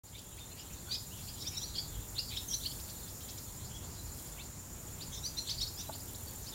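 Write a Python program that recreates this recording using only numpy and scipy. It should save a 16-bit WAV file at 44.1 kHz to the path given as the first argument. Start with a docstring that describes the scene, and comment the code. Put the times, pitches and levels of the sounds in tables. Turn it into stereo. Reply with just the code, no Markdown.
"""Birds and insects by a mud flat

Small birds twitter in rising chirps, voiced by both sides of the syrinx; bank and reeds echo them.
A cricket's wing strokes pulse in a thin insect chorus; higher insects rattle and tick in short bouts.
Light wind rumbles under a hiss and buffets the microphone. Something close knocks twice, softly."""
import sys
import numpy as np
from scipy import signal
from scipy.fft import rfft, irfft, next_fast_len
from scipy.io import wavfile
from scipy.ndimage import map_coordinates

SR = 44100
rng = np.random.default_rng(int(sys.argv[2]) if len(sys.argv) > 2 else 0)


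def file_out(sig):
    """Save sig as 16-bit WAV at sys.argv[1]."""
    # one column per channel
    cols = np.atleast_2d(sig).T
    # limit, then scale
    lim = np.clip(cols, -1, 1)
    pcm = np.round(lim * 32767).astype(np.int16)
    wavfile.write(sys.argv[1], SR, pcm)


N = 288414
TIME = np.arange(N) / SR
LEAD = .45  # swell before and decay after a glide, each as a share of its length

# Near calls; levels relative. Two-voiced chirps:
# t/s, length/s, low f/Hz, sweep/oct, level/dB, high f/Hz, sweep/oct, level/dB, rasp/0-1
CHIRPS = [(0.133, 0.045, 2350, 0.23, -56.5, 3690, .3, -49, .6),
          (0.168, 0.039, 3210, 0.3, -52, 4570, .4, -52, 0.7),
          (.375, 0.031, 2680, .6, -56, 4180, 0.63, -54, 0.95),
          (0.576, 0.052, 2890, .1, -55, 5080, .3, -52.5, 0.7),
          (0.901, 0.066, 2445, 0.097, -55.5, 4850, 0.23, -36.5, 0),
          (0.911, 0.042, 4200, 0.37, -38.5, 6000, 0.074, -47.5, 0.55),
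          (.947, 0.017, 3420, .4, -43.5, 6400, 0.54, -50, 0.2),
          (1.408, 0.031, 3840, 0, -48.5, 5300, .1, -45, 0.6),
          (1.44, .03, 2410, .3, -58, 4720, 0.17, -52, .2),
          (1.466, 0.023, 3630, 0.089, -42.5, 5580, 0.32, -37.5, .15),
          (1.569, 0.018, 3840, .12, -40, 5620, 0.12, -36.5, 0),
          (1.613, 0.044, 4040, 0.5, -45, 5830, -0.037, -44.5, 0),
          (1.745, 0.032, 3260, 0, -48, 4540, .3, -41.5, 0.7),
          (1.778, 0.021, 3350, 0.16, -44, 4640, 0.25, -34, .15),
          (2.174, 0.035, 2780, 0.22, -51.5, 4550, 0.61, -34, 0.4),
          (2.302, 0.061, 2380, 0.26, -54.5, 3710, 0.15, -46, 1),
          (2.366, 0.021, 3800, 0.46, -35, 5360, -0.0088, -41.5, 0.5),
          (2.502, 0.034, 3200, 0, -50, 5660, -0.034, -38, 0.2),
          (2.529, .025, 4060, 0.37, -38, 5820, 0.19, -34, 0.1),
          (2.652, .024, 3130, .3, -44.5, 4490, 0.25, -35.5, 0.4),
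          (2.71, 0.017, 3330, 0.15, -50, 5000, .28, -48, .4),
          (4.379, 0.045, 2550, 0.55, -54, 3610, 0.76, -50.5, 0.3),
          (5.008, 0.036, 2780, .3, -59, 4660, .5, -44.5, 0.5),
          (5.12, 0.053, 3640, .25, -49.5, 6140, -0.06, -46, 0.75),
          (5.167, .02, 3660, 0.16, -47.5, 5350, 0.059, -48, 0.4),
          (5.237, 0.047, 4490, 0.39, -40.5, 6000, .12, -40, 0.1),
          (5.371, .03, 4090, .18, -34.5, 5840, 0.081, -38, 0.22),
          (5.462, 0.036, 3890, 0.13, -43, 7330, -0.089, -47, 1),
          (5.491, 0.02, 3550, .4, -38.5, 5500, 0.53, -33, 0.37),
          (5.604, 0.024, 3760, .42, -37.5, 5300, .38, -37.5, 0.5),
          (5.771, 0.052, 3620, .24, -52.5, 5740, 0.34, -43.5, 0.4),
          (5.804, 0.022, 3730, 0.41, -49, 5030, .26, -47.5, 0.4),
          (5.92, .033, 2900, .4, -58, 4400, 0.53, -47, 0.6),
          (6.462, 0.032, 2970, .38, -58, 4780, 0.47, -45, 0.6)]
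# One-voiced peeps: t/s, length/s, f/Hz, sweep/oct, level/dB, rasp/0-1
PEEPS = [(0.397, 0.041, 3615, -0.026, -52, .3), (.499, 0.039, 4150, .1, -55, 0.5),
         (.61, 0.026, 2950, -.2, -55, 0.3), (0.725, 0.022, 6230, .25, -54, 0.2),
         (.865, 0.05, 1480, .18, -59, 0.2), (1.11, 0.039, 3030, .3, -56.5, .1),
         (1.274, .03, 4820, 0.29, -45.5, .5), (1.533, 0.022, 5300, .06, -49, 0.2),
         (1.552, 0.017, 3920, .05, -46, 0.1), (1.652, .048, 5860, .04, -50, .2),
         (1.82, .22, 3450, -0.083, -67, .05), (2.154, 0.028, 3710, 0.16, -45.5, 0.5),
         (2.277, 0.037, 4600, -0.062, -47.5, 0.5), (2.479, 0.022, 6360, 0.067, -40.5, .1),
         (2.602, 0.028, 3700, 0.36, -51, .3), (2.631, .02, 4200, 0.085, -44, 1),
         (3.077, 0.027, 5160, 0.52, -51, 0.5), (3.743, 0.035, 3360, .04, -52, .15),
         (3.97, .04, 4060, 0, -55.5, .2), (5.508, 0.016, 4460, 0.3, -35, 0.1),
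         (5.577, 0.021, 4740, .13, -40.5, 0.7), (5.617, .034, 4340, .1, -36.5, 0.45),
         (5.663, 0.026, 4770, 0.44, -43, 0.6), (5.866, .027, 3980, -.05, -53.5, .2),
         (5.995, 0.018, 4940, .2, -52, .2), (6.143, 0.02, 4610, 1, -50.5, .3),
         (6.269, .022, 4510, -0.015, -51, .1), (6.417, 0.061, 6170, -.1, -53.5, 0.7),
         (6.515, 0.035, 3600, -0.25, -50, .6)]
# Scratchy upward flicks: t/s, length/s, level/dB
FLICKS = [(2.791, 0.024, -50), (2.886, 0.026, -50), (3.206, 0.026, -53.5), (3.281, .026, -47.5),
          (3.376, 0.013, -47)]
# Bird bearing: t/s, left minus right/dB
BIRD_PAN = [(0, 2), (.9, 4.5), (1.8, 4.5), (2.35, 1.5), (2.65, -1), (2.9, -11), (5.35, -9.5), (5.6, -6),
            (6.54, -14)]
# Reed-bed decay: f/Hz, T60/s
REED_DECAY = [(500, 0.13), (3000, 0.23), (5500, 0.28), (10000, 0.045)]
# Far flock: t/s, gain/dB
FLOCK_GAIN = [(0, -63.5), (0.8, -62), (1.6, -56), (2.1, -62.5), (3.3, -61.5), (4.2, -62.5), (4.6, -69.5),
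              (5.2, -64), (6.54, -64)]

# Insect chorus spectrum: f/Hz, relative level/dB
CHORUS_SPECTRUM = [(4500, -25.5), (5800, -6.5), (6400, -8), (6800, 4), (7130, -1.5), (7500, 2.5),
                   (8000, -16), (8400, -7), (9000, -64), (11000, -68)]
# Bush-cricket rattles: start/s, end/s, level/dB
RATTLE_BOUTS = [(.5, .8, -59), (1.8, 2.15, -56), (2.35, 3.5, -58), (4.7, 5.1, -60), (5.62, 6.44, -54)]
# Fine insect ticks: start/s, end/s, level/dB
TICK_BOUTS = [(.15, .44, -57), (2.45, 2.9, -56), (4.15, 4.34, -56.5), (5.9, 6.4, -57)]

# Impacts: t/s, relative level/dB
KNOCKS = [(5.889, -43), (5.894, -29.5), (5.95, -43)]
# Hollow body modes: f/Hz, relative level/dB, T60/s
KNOCK_MODES = [(680, -1.5, 0.047), (877, 2.5, 0.037), (1140, -6, 0.05), (1466, -3, 0.043)]

# Gusts on the microphone: t/s, half-width/s, rise/dB
GUSTS = [(1.736, .04, 9), (1.962, 0.075, 20.5), (2.205, 0.11, 9.5), (5.1, 0.23, 6), (5.614, 0.062, 16.5)]
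# Wind spectra: f/Hz, relative level/dB
BUFFET_SPECTRUM = [(10, -28), (25, -13), (50, 5), (70, -6.5), (110, -6.5), (300, -62)]
RUMBLE_SPECTRUM = [(35, -15), (65, -1), (97, 0.5), (125, -3.5), (165, -7), (250, -13), (400, -25.5),
                   (900, -50)]
BREEZE_SPECTRUM = [(120, -12.5), (300, 3), (500, -1), (680, -3.5), (770, -3), (890, -2), (1100, -5.5),
                   (1500, -8), (2000, -11), (3200, -14.5), (4200, -14), (5000, -14), (8000, -10),
                   (16000, -16.5)]
HISS_SPECTRUM = [(2000, -20), (5000, -8), (8000, 0.5), (9500, 0.5), (12500, 1.5), (14000, 3), (16000, 0.5)]
# Hiss contour: t/s, relative level/dB
HISS_LEVEL = [(0, -55.5), (.7, -58), (1.2, -53), (1.9, -57), (2.6, -50.5), (3.1, -54), (3.45, -54.5),
              (3.85, -59), (4.2, -53), (4.5, -60), (5.3, -55.5), (6.54, -54.5)]
# Stereo width of noise: f/Hz, side minus mid/dB
NOISE_WIDTH = [(30, 7), (60, -7), (110, -4.5), (200, 4), (380, 5), (700, 4), (1290, 2), (2380, 1),
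               (4400, 2), (8120, 3.5), (15000, 2.5)]


def birds(gain_db=-4.5, bank_db=-6, reeds_db=-10, ear_lag_s=.00008, bank_ear_lag_s=.0006):
    """Near calls drift left to right, with a quick bounce off the bank and a tail in the reeds."""
    direct, bank = np.zeros((2, 2, N))
    for start_s, length_s, sound in calls():
        note = panned(amp(gain_db) * sound, np.interp(start_s, *np.transpose(BIRD_PAN)))
        onset_s = start_s - LEAD * length_s
        detour_s = rng.uniform(.005, .009)  # the birds move, so paths vary by note
        for ear in range(2):
            add(direct[ear], onset_s + ear_lag_s * rng.random(), note[ear])
            add(bank[ear], onset_s + detour_s + bank_ear_lag_s * rng.random(), note[ear])
    return direct + amp(bank_db) * bank + amp(reeds_db) * reeds(direct)


def calls(sum_tone_db=-14):
    """Yield (t/s, length/s, sound) per call. A chirp's two voices mix into a tone at their sum pitch."""
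    for start_s, length_s, low_hz, low_oct, low_db, high_hz, high_oct, high_db, rasp in CHIRPS:
        low = whistle(length_s, low_hz, low_oct, rasp)
        high = whistle(length_s, high_hz, high_oct, rasp)
        sum_tone = unit(np.real(signal.hilbert(low) * signal.hilbert(high)))
        sum_db = min(low_db, high_db) + sum_tone_db
        yield start_s, length_s, amp(low_db) * low + amp(high_db) * high + amp(sum_db) * sum_tone
    for start_s, length_s, pitch_hz, sweep_oct, rasp, db in ((*row[:4], row[5], row[4]) for row in PEEPS):
        yield start_s, length_s, amp(db) * whistle(length_s, pitch_hz, sweep_oct, rasp)
    for start_s, length_s, db in FLICKS:
        flick = whistle(length_s, pitch_hz=4680, sweep_oct=.9, rasp=1, rasp_width=.62)
        yield start_s, length_s, amp(db) * flick


def whistle(length_s, pitch_hz, sweep_oct, rasp, rasp_width=.33,
            arch=.585, waver=.0174, flutter_db=2, scratch_db=-19, overtone_db=-23):
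    """One side of the syrinx: an arched glide with a weak octave, under a bell of pressure."""
    n = max(int(length_s * (1 + 2 * LEAD) * SR), 64)
    position = np.linspace(-.5 - LEAD, .5 + LEAD, n)
    held = np.clip(position, -.5, .5)
    glide_hz = pitch_hz * 2 ** (sweep_oct * (held - arch * held ** 2))
    phase = 2 * np.pi * np.cumsum(glide_hz * (1 + waver * wobble(329, n))) / SR
    # uneven vibration smears the tone into a band, with a fainter, wider scratch
    voice = np.sqrt(1 - rasp ** 2) + rasp * grit(rasp_width * pitch_hz, n)
    voice += amp(scratch_db) * grit(1.3 * pitch_hz, n)
    pressure = np.exp(-1.2 * (2 * position) ** 2) * amp(flutter_db * wobble(189, n))
    tone = voice * np.exp(1j * phase)
    return unit(pressure * np.real(tone + amp(overtone_db) * tone ** 2))


def reeds(x, onset_s=.009):
    """Diffuse reed-bed echo, different at each ear."""
    hz, t, noise = signal.stft(rng.standard_normal((2, SR // 2)), SR, nperseg=256)
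    envelope = amp(-60 * t / along(REED_DECAY, hz)[:, None]) * (1 - np.exp(-t / onset_s))
    tail = signal.istft(noise * envelope, SR, nperseg=256)[1]
    return signal.fftconvolve(x, tail / np.linalg.norm(tail[0]), axes=1)[:, :N]


def far_birds(count=170, pitch_hz=4100, sweep_oct=.3, length_s=.022):
    """The distant flock, heard only as echo."""
    song = np.zeros((2, N))
    for k, (pitch, slope, stretch, db, side) in enumerate(rng.standard_normal((count, 5))):
        note_hz = pitch_hz * np.exp(.2 * pitch)
        note = whistle(length_s * np.exp(.299 * stretch), note_hz, sweep_oct * (1 + slope), rasp=1)
        start_s = (k + rng.random()) / count * N / SR
        add(song, start_s, panned(amp(db) * note, pan_db=5 * side))
    return amp(curve(FLOCK_GAIN)) * reeds(song)


def insects(chorus_db=-56, cricket_db=-55):
    """Far chorus, one nearer cricket, bouts of rattles and ticks."""
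    chorus = amp(chorus_db) * rush(CHORUS_SPECTRUM, pan_db=-7.5)
    cricket = trill(pitch_hz=7132, pulse_hz=14.74, width_hz=18, sharpness=6, drift=.003, first_s=.06)
    rattle = trill(pitch_hz=13850, pulse_hz=39.9, width_hz=750, sharpness=5, drift=.006, first_s=.01)
    ticks = trill(pitch_hz=10200, pulse_hz=39.7, width_hz=1200, sharpness=60, drift=.005, first_s=.02)
    steady = chorus + amp(cricket_db) * panned(cricket, pan_db=-10)
    return steady + bouts(RATTLE_BOUTS) * rattle + bouts(TICK_BOUTS) * ticks


def trill(pitch_hz, pulse_hz, width_hz, sharpness, drift, first_s):
    """Wing strokes excite a resonance in an almost even pulse train."""
    strokes = np.cumsum(pulse_hz * (1 + drift * wobble(4.8))) / SR - first_s * pulse_hz
    gate = np.abs(np.cos(np.pi * strokes)) ** sharpness
    ring_hz = [pitch_hz + width_hz * wobble(4 * width_hz) for ear in range(2)]
    return unit(gate * np.cos(2 * np.pi * np.cumsum(ring_hz, axis=1) / SR))


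def bouts(rows, edge_s=.034):
    """Gain of an insect that starts, holds and stops once per row."""
    return sum(amp(db) * (np.tanh((TIME - start_s) / edge_s) - np.tanh((TIME - end_s) / edge_s)) / 2
               for start_s, end_s, db in rows)


def knocks(gain_db=-2, attack_s=.00032, left_lag_s=.00029):
    """Soft impacts ring fast-decaying hollow modes."""
    track, t = np.zeros(N), np.arange(SR // 10) / SR
    ring = sum(amp(db - 60 * t / t60_s) * np.sin(2 * np.pi * hz * t) for hz, db, t60_s in KNOCK_MODES)
    for start_s, db in KNOCKS:
        add(track, start_s, amp(db + gain_db) * ring * (1 - np.exp(-t / attack_s)))
    return filtered(track, lambda hz: np.exp(-2j * np.pi * hz * np.array([[left_lag_s], [0]])))


def wind(buffet_db=-51, rumble_db=-50, breeze_db=-54, hiss_gain_db=3):
    """Gusts push one microphone port and pull the other, over rumble, breeze and hiss."""
    gust_db = sum(rise_db * np.exp(-((TIME - peak_s) / half_s) ** 2) for peak_s, half_s, rise_db in GUSTS)
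    eddies = unit(coloured(rng.standard_normal(N), BUFFET_SPECTRUM))
    buffet_gain = amp(buffet_db + gust_db + 1.4 * wobble(3.8))
    push_pull = panned(np.array([eddies, -eddies]), pan_db=9.5)
    buffet = buffet_gain * (push_pull + amp(-15) * rush(BUFFET_SPECTRUM, pan_db=6))
    rumble = amp(rumble_db + wobble(5)) * rush(RUMBLE_SPECTRUM, pan_db=.1)
    breeze = amp(breeze_db + .65 * wobble(9)) * rush(BREEZE_SPECTRUM, pan_db=-.5)
    hiss = amp(curve(HISS_LEVEL) + hiss_gain_db + .6 * wobble(60)) * rush(HISS_SPECTRUM, pan_db=1.5)
    return buffet + rumble + breeze + hiss


def rush(spectrum, pan_db):
    """Wide coloured noise, mid at rms 1 before panning."""
    mid, side = coloured(rng.standard_normal((2, N)), spectrum)
    side = coloured(side, NOISE_WIDTH)
    return panned(np.array([mid + side, mid - side]) / mid.std(), pan_db)


def amp(db):
    """dB to gain."""
    return 10 ** (np.asarray(db) / 20)


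def unit(x):
    """Scale to rms 1."""
    return x / np.sqrt(np.mean(np.abs(x) ** 2) + 1e-20)


def along(points, hz):
    """Interpolate (f/Hz, value) on a log axis."""
    knots_hz, values = np.transpose(points)
    return np.interp(np.log(hz + 1), np.log(knots_hz + 1), values)


def curve(points):
    """Interpolate (t/s, value) per sample."""
    return np.interp(TIME, *np.transpose(points))


def wobble(rate_hz, n=N):
    """Smooth random curve with knots at rate_hz."""
    knots = rng.standard_normal(int(n * rate_hz / SR) + 4)
    return map_coordinates(knots, [np.arange(n) * rate_hz / SR])


def grit(rate_hz, n):
    """Complex wobble, rms 1."""
    return unit(wobble(rate_hz, n) + 1j * wobble(rate_hz, n))


def filtered(x, response):
    """Apply a frequency response."""
    size = next_fast_len(N + SR // 2)
    return irfft(rfft(x, size) * response(np.fft.rfftfreq(size, 1 / SR)), size)[..., :N]


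def coloured(x, spectrum):
    """Filter by (f/Hz, gain/dB) points."""
    return filtered(x, lambda hz: amp(along(spectrum, hz)))


def panned(x, pan_db):
    """Pan by left minus right level."""
    return unit(amp([[pan_db / 2], [-pan_db / 2]])) * x


def add(track, start_s, sound):
    """Mix a sound in at start_s."""
    span = track[..., max(round(start_s * SR), 0):][..., :sound.shape[-1]]
    span += sound[..., :span.shape[-1]]


def scene():
    """All sources at the edge of the flat."""
    return birds() + far_birds() + insects() + wind() + knocks()


def record(dry, open_s=.034, ramp_s=.004, low_start_db=-7, settle_s=.43, top_hz=15850):
    """The sound opens after a moment, rises to its level and is band-limited."""
    gate = np.clip((TIME - open_s) / ramp_s, 0, 1)
    settling = amp(low_start_db * np.exp(-TIME / settle_s))
    return filtered(dry * gate * settling, lambda hz: hz < top_hz)


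dry = scene()
out = record(dry)
file_out(out)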